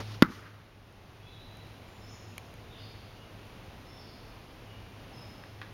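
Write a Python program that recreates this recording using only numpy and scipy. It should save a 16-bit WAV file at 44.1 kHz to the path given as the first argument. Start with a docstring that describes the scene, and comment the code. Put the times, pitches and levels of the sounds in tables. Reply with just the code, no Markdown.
"""On a lawn ringed by woods, a longbow is shot: the string hums as a decaying sine, the feathers hiss as
shaped noise, and the arrow smacks into a board of damped modes. Noise bursts stand for the trees' echoes.
The next arrow clicks, then knocks on the bow; songbirds whistle gliding tones with a reverberant tail.
A noise wash and a far engine's swelling sine lie beneath. The camera's gain ducks at the blow and creeps back."""
import sys
import numpy as np
from scipy import signal
from scipy.fft import rfft, irfft
from scipy.io import wavfile
from scipy.ndimage import uniform_filter1d

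SR = 44100
rng = np.random.default_rng(int(sys.argv[2]) if len(sys.argv) > 2 else 0)


def unload_wav(signal):
    """Save mono or channel-first audio to the path in sys.argv[1] as 16-bit WAV at rate SR, clipped to [-1, 1]."""
    wavfile.write(
        sys.argv[1],
        SR,
        np.round(np.clip(np.atleast_2d(signal).T, -1, 1) * 32767).astype(np.int16),
    )


N = 252690
TIME = np.arange(N) / SR

# Spectrum of the open air. Each row: frequency in Hz, relative density in dB per Hz.
AIR_SPECTRUM = [(15, -46), (25, -7), (71, -8.5), (104, -4), (116, -5.5), (133, -10), (552, -17.5),
                (804, -18.5), (1750, -25.5), (1950, -25), (2850, -25.5), (6380, -36.5), (7910, -43),
                (9550, -40.5), (15500, -46)]
AIR_DB = -49.5
# Far engine: nearly steady in pitch, swelling over a low base level.
DRONE_HZ, DRONE_DB = 104.1, -61.5
# Swells of the engine. Each row: middle in seconds, half length (to 1/e) in seconds, level in dB.
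DRONE_SWELLS = [(.55, .17, -55), (1.6, 0.39, -60), (2.8, .8, -57.5), (4.74, 0.17, -52), (5.33, .1, -53),
                (5.62, .16, -54)]

# Bird calls, slurred evenly through their pitches.
# Each row: start in seconds, length in seconds, relative level in dB, pitches in Hz.
BIRD_CALLS = [(1.184, .12, -64, (2570, 2600)), (1.222, .075, -56.5, (3330, 3400, 3650)),
              (1.266, .17, -56, (3950, 4000, 3700, 4000, 3970, 3950)), (1.85, .15, -71, (7400, 6700)),
              (2.01, .13, -57, (5400, 5170, 5300, 6900, 6650)),
              (2.694, .16, -55, (3450, 3800, 2550, 5050, 4300, 4700)), (3.13, .06, -62.5, (2840, 2900)),
              (3.855, .265, -60, (5200, 5370, 5290, 5490, 4300, 5200, 4300, 4300)),
              (3.9, 0.076, -62, (3480, 3570)), (4.651, .13, -60.5, (3050, 2850, 2894, 2350, 2400)),
              (5.127, 0.074, -55, (5270, 5050))]
CALL_ATTACK_S, CALL_RELEASE_S = 0.0098, 0.019
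WARBLE_HZ, WARBLE_SHARE = 110, .016  # mean rate, and depth as a share of the pitch
# Fainter chirps at random: middle pitch, spread in octaves, fall as a share of pitch, length, relative level.
FAR_CHIRP_HZ, FAR_SPREAD_OCT, FAR_FALL_SHARE, FAR_CHIRP_S, FAR_CHIRP_REL_DB = 2500, .25, 0.0395, .08, -68

# Spectrum of the blow scattered by the woods. Each row: frequency in Hz, relative density in dB per Hz.
ECHO_SPECTRUM = [(70, -20), (200, -5), (380, 3), (600, -21), (850, -7), (1200, 6), (2000, 1), (2800, -15),
                 (5500, -22), (8000, -31), (13000, -39), (16000, -38)]
# Returns from the trees. Each row: start in seconds, level in dB, 60 dB decay time in seconds.
TREE_RETURNS = [(.24, -52.5, 2.7), (.281, -51, .06), (.313, -48, .06), (.385, -52.5, .16), (.452, -42, .08)]

# Light clicks of arrows and gear.
# Each row: start in seconds, relative level in dB, brightness in dB per octave.
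CLICKS = [(.926, -52, 2.5), (1.571, -46, 2.5), (1.6716, -43, -5), (1.8876, -41, -3.5), (2.3806, -26, 0),
          (2.5406, -45.5, 2.5), (3.4545, -54, 2)]
# Modes of an arrow shaft. Each row: frequency in Hz, relative level in dB, 60 dB decay time in seconds.
SHAFT_MODES = [(1245, -17, .012), (2340, -4, .011), (3150, -13, .007), (4080, -13, .008),
               (6760, -10.5, 0.0072), (9100, -6, 0.004), (10300, -17, .006), (11400, -13, .006)]
# Knocks of the next arrow on the bow.
# Each row: start in seconds, relative level in dB, brightness in dB per octave.
KNOCKS = [(5.4378, -40, -7.5), (5.6163, -34, -0.5), (5.6212, -42, -1), (5.628, -47, 1)]
# Modes of the bow wood. Each row: frequency in Hz, relative level in dB, 60 dB decay time in seconds.
BOW_MODES = [(1170, -12, 0.025), (1680, -4, 0.018), (1880, -3, .02), (2500, -6.5, 0.018),
             (3340, -11, 0.016), (3680, -14, 0.016), (4270, -18, .015)]

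# The bowstring hums evenly, then is damped.
STRING_HZ, STRING_DB, STRING_HOLD_S, STRING_T60_S = 106.5, -44, .26, 0.23
# Spectrum of the feather hiss. Each row: frequency in Hz, relative density in dB per Hz.
FEATHER_SPECTRUM = [(200, -7), (500, -6), (1100, 2), (1800, -4), (3000, -0.5), (5200, -2.5), (7000, -14),
                    (10000, -17), (15000, -26)]
# The feather hiss sets in quickly, holds, and fades as the arrow flies down the lawn.
FEATHER_DB, FEATHER_RISE_S, FEATHER_HOLD_S, FEATHER_T60_S = -52, .015, .125, .55
# The tail kicks sideways once and hisses louder.
KICK_S, KICK_WIDTH_S, KICK_DB = 0.144, 0.0075, -54.5

# The point strikes, then the shaft is stopped.
# Each row: start in seconds, relative ring level in dB, relative crack level in dB.
BLOWS = [(.2228, -2.5, -12), (.2257, -2.5, -19)]
# Modes of board and shaft. Each row: frequency in Hz, relative level in dB, 60 dB decay time in seconds.
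BOARD_MODES = [(1000, -23, 0.024), (1165, -12, 0.026), (1405, -10, 0.023), (1733, -13.5, 0.016),
               (1986, -20.5, 0.038), (2570, -26, .016), (3220, -23.5, .016), (3500, -26, 0.013),
               (4350, -23.5, 0.012), (4840, -31, 0.011), (5170, -24, 0.01)]
# Spectrum of splintering at the point. Each row: frequency in Hz, relative density in dB per Hz.
CRACK_SPECTRUM = [(300, -9), (700, -3), (1200, -1), (2000, 5), (5000, 1.5), (7000, -17), (10000, -10.5),
                  (13000, -8), (16000, -46)]
# Spectrum of the shuddering stand. Each row: frequency in Hz, relative density in dB per Hz.
STAND_SPECTRUM = [(60, -22), (170, 9), (300, 3), (430, -11), (530, -23), (850, -11.5), (1150, 0.5),
                  (1480, 0.5), (1750, -16), (2000, -5), (2500, -25), (5000, -29), (8000, -41), (13000, -38)]

TOP_HZ = 15850  # upper limit of the camera


def undb(db):
    """A level in decibels is twenty times the logarithm of the amplitude ratio returned here."""
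    return 10 ** (np.asarray(db) / 20)


def noise(points):
    """Filtered noise: white noise takes on a spectrum of (Hz, dB) points and is scaled to unit spread."""
    hz, db = np.transpose(points)
    bin_hz = np.maximum(np.arange(N // 2 + 1) * SR / N, 1)
    gain = undb(np.interp(np.log(bin_hz), np.log(hz), db))
    y = irfft(rfft(rng.standard_normal(N)) * gain, N)
    return y / y.std()


def drift(rate):
    """Slow random fluctuation: values drawn at a rate in Hz are smoothed and scaled to unit spread."""
    step = int(SR / rate)
    draws = rng.standard_normal(N // step + 1)
    y = uniform_filter1d(np.repeat(draws, step), step)[:N]
    return y / y.std()


def age(start):
    """Causality: seconds elapsed since a moment, zero before it."""
    return np.maximum(TIME - start, 0)


def decay(t, t60):
    """Exponential damping: the amplitude falls 60 dB in t60 seconds."""
    return np.exp(-np.minimum(np.log(1000) * t / t60, 100))  # bounded against underflow


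def fade(start, t60, rise):
    """Excitation and damping: an exponential rise multiplied by an exponential decay."""
    t = age(start)
    return (1 - np.exp(-t / rise)) * decay(t, t60)


def hold(until, t60):
    """Delayed damping: the amplitude stays level, then decays exponentially."""
    return decay(age(until), t60)


def hump(middle, half_length):
    """Gaussian envelope: the amplitude swells and ebbs evenly about one moment."""
    return np.exp(-((TIME - middle) / half_length) ** 2)


def ring(start, modes, bright_db=0):
    """Modal superposition: damped sines start together, tilted in dB per octave about the second mode."""
    t = age(start)
    live = (t > 0) & (t < .5)
    t, y = t[live], np.zeros(N)
    for hz, db, t60 in modes:
        tilt_db = bright_db * np.log2(hz / modes[1][0])
        y[live] += undb(db + tilt_db) * np.sin(2 * np.pi * hz * t) * np.exp(-np.log(1000) * t / t60)
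    return y


def woods(x, t60, rise):
    """Diffuse scattering: countless trunks and leaves act as convolution with a unit-energy noise tail."""
    tail = rng.standard_normal(N) * fade(0, t60, rise)
    return signal.fftconvolve(x, tail / np.sqrt(np.sum(tail ** 2)))[:N]


def outdoors():
    """Incoherent far sources: traffic and leaves sum to noise, while one engine remains a tone."""
    wash = noise(AIR_SPECTRUM) * undb(AIR_DB + 0.45 * drift(5.02))
    hz = DRONE_HZ + .4 * drift(9)
    waver_db = 1.0 * drift(10)
    swells = sum(undb(db) * hump(s, half_length) for s, half_length, db in DRONE_SWELLS)
    level = undb(DRONE_DB) + swells
    tone = np.sqrt(2) * np.sin(2 * np.pi * np.cumsum(hz) / SR)
    return wash + tone * level * undb(waver_db)


def whistle(start, length, pitches, warble):
    """Frequency modulation: the phase integrates a warbling glide, under a quick attack and short release."""
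    live = (TIME > start) & (TIME < start + length)
    t, y = TIME[live] - start, np.zeros(N)
    hz = np.interp(t, np.linspace(0, length, len(pitches)), pitches) * warble[live]
    envelope = np.minimum(1, np.minimum(t / CALL_ATTACK_S, (length - t) / CALL_RELEASE_S))
    y[live] = envelope * np.sin(2 * np.pi * np.cumsum(hz) / SR)
    return y


def far_chirps(warble, count):
    """Falling glides: faint chirps are loosely spaced, each on a random pitch."""
    chance = rng.uniform(-1.1, 1, (count, 2))
    starts = (np.arange(count) + 1 + .5 * chance[:, 0]) * TIME[-1] / (count + 1)
    pitches = FAR_CHIRP_HZ * 2 ** (FAR_SPREAD_OCT * chance[:, 1])
    chirps = sum(whistle(s, FAR_CHIRP_S, (hz, hz * (1 - FAR_FALL_SHARE)), warble)
                 for s, hz in zip(starts, pitches))
    return undb(FAR_CHIRP_REL_DB) * chirps


def birds():
    """Direct and reverberant field: from deep in the trees, the scattered song outweighs the direct whistle."""
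    warble_hz = WARBLE_HZ + 20 * drift(40)
    warble = 1 + WARBLE_SHARE * np.sin(2 * np.pi * np.cumsum(warble_hz) / SR)
    song = sum(undb(db) * whistle(s, length, pitches, warble) for s, length, db, pitches in BIRD_CALLS)
    song = song + far_chirps(warble, count=5)
    return undb(-5) * song + undb(4.5) * woods(song, t60=1.27, rise=0.015)


def echoes():
    """Selective reflection: trunks return uneven bursts, the wood's edge a thump, foliage the brightest part."""
    bursts = sum(undb(db) * fade(s, t60, rise=.006) for s, db, t60 in TREE_RETURNS)
    trunks = noise(ECHO_SPECTRUM) * undb(2 * drift(80.1)) * bursts
    boom = noise([(70, -35), (150, -4), (240, -2.0), (330, -7), (520, -37), (2000, -60)])
    boom *= fade(.277, t60=0.23, rise=.005)
    leaves = noise([(1000, -18), (3000, 0), (5500, 1), (8000, -7), (13000, -12), (16000, -23)])
    leaves *= fade(.29, t60=0.51, rise=0.047)
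    return trunks + undb(-38.5) * boom + undb(-47.5) * leaves


def arrow_clicks():
    """Impact excitation: shafts clicking together ring their modes and add a burst of contact noise."""
    grit = noise([(800, -18), (2500, 7), (6000, -1), (12000, -10), (15000, -22)])
    clicks = np.zeros(N)
    for s, db, bright_db in CLICKS:
        contact = undb(-15) * grit * fade(s, t60=.012, rise=.0002)
        clicks += undb(db) * (ring(s, SHAFT_MODES, bright_db) + contact)
    return clicks


def bow_knocks():
    """Impact and friction: the next arrow rings the bow's modes and scuffs the wood, and the woods scatter it."""
    scuff = noise([(600, -16), (1100, 2), (1800, 1), (2800, -4), (4200, -9), (6000, -32)])
    knocks = np.zeros(N)
    for s, db, bright_db in KNOCKS:
        friction = undb(-10) * scuff * fade(s, t60=0.042, rise=0.00054)
        knocks += undb(db) * (ring(s, BOW_MODES, bright_db) + friction)
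    return knocks + undb(-5) * woods(knocks, t60=0.55, rise=.004)


def release():
    """String vibration and turbulence: the string slaps home and hums, while the feathers flutter away as noise."""
    slap = noise([(80, -1), (300, 3.0), (1100, -1), (2500, -6), (6000, -13), (14000, -33)])
    slap *= fade(0, t60=0.081, rise=0.0031)
    hum = np.sqrt(2) * np.sin(2 * np.pi * STRING_HZ * TIME)
    string = hum * undb(STRING_DB) * hold(STRING_HOLD_S, STRING_T60_S)
    flight = undb(FEATHER_DB) * (1 - np.exp(-TIME / FEATHER_RISE_S)) * hold(FEATHER_HOLD_S, FEATHER_T60_S)
    kick = undb(KICK_DB) * hump(KICK_S, KICK_WIDTH_S)
    in_flight = TIME < BLOWS[0][0]
    feathers = noise(FEATHER_SPECTRUM) * undb(1.2 * drift(70)) * (flight + kick) * in_flight
    return undb(-31) * slap + string + feathers


def panel_thump(start, hz, swell_s, db, leak_hz):
    """Damped piston motion: the pushed panel swings back, and air slipping round its edges loses the deep bass."""
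    t = age(start)
    envelope = t / swell_s * np.exp(1 - np.minimum(t / swell_s, 100))
    swing = undb(db) * envelope * np.sin(2 * np.pi * hz * t)
    return signal.sosfilt(signal.butter(2, leak_hz, "high", fs=SR, output="sos"), swing)


def impact():
    """Impulsive excitation: the arrow cracks into a ringing board, and its whipping shaft shakes the stand."""
    crack = noise(CRACK_SPECTRUM)
    thump = panel_thump(start=.2234, hz=245, swell_s=0.0014, db=0, leak_hz=83)
    rings = sum(undb(ring_db) * ring(s, BOARD_MODES) for s, ring_db, _ in BLOWS)
    cracks = sum(undb(crack_db) * crack * fade(s, t60=0.0085, rise=0.00031) for s, _, crack_db in BLOWS)
    # the board's short bending waves radiate poorly in the bass
    radiate_hz = 720
    rings = signal.sosfilt(signal.butter(2, radiate_hz, "high", fs=SR, output="sos"), rings)
    # each swing of the shaft rattles it in its hole
    whip_hz, whip_depth = 157, .45
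    rattle = 1 + whip_depth * np.cos(2 * np.pi * whip_hz * age(BLOWS[0][0]))
    shudder = noise(STAND_SPECTRUM) * rattle * fade(.226, t60=.15, rise=.002)
    return thump + rings + cracks + undb(-25.5) * shudder


def scene():
    """Superposition: the pressures of all sources add at the one microphone."""
    background = outdoors() + birds() + echoes()
    return (background + arrow_clicks() + bow_knocks() + release() + impact())[None]


def gain_control(x, threshold_db, depth, attack_s, release_s):
    """Dynamic compression: a loud peak winds the gain down; it then creeps back."""
    over_db = np.maximum(20 * np.log10(np.abs(x[0]) + 1e-9) - threshold_db, 0)
    leak = np.exp(-TIME / release_s)
    held = np.maximum.accumulate(over_db / leak) * leak  # peaks held, leaking away
    # a rounded window spreads each change over the attack time
    ramp = np.clip(TIME / attack_s, 0, 1)
    window = ramp * (1 - ramp)
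    smooth_db = signal.fftconvolve(held, window / window.sum())[:N]
    return x * undb(-depth * smooth_db)


def record(dry):
    """Band and amplitude limits: the camera notches its own motor band, clips, rides the gain and cuts the top."""
    notch_hz, notch_width_hz = 7900, 2200
    x = signal.lfilter(*signal.iirnotch(notch_hz, notch_hz / notch_width_hz, fs=SR), dry)
    x = np.clip(x, -.71, .71)
    x = gain_control(x, threshold_db=-16.5, depth=0.68, attack_s=0.59, release_s=0.54)
    return signal.sosfilt(signal.ellip(10, .1, 70, TOP_HZ, fs=SR, output="sos"), x)


dry = scene()
out = record(dry)
unload_wav(out)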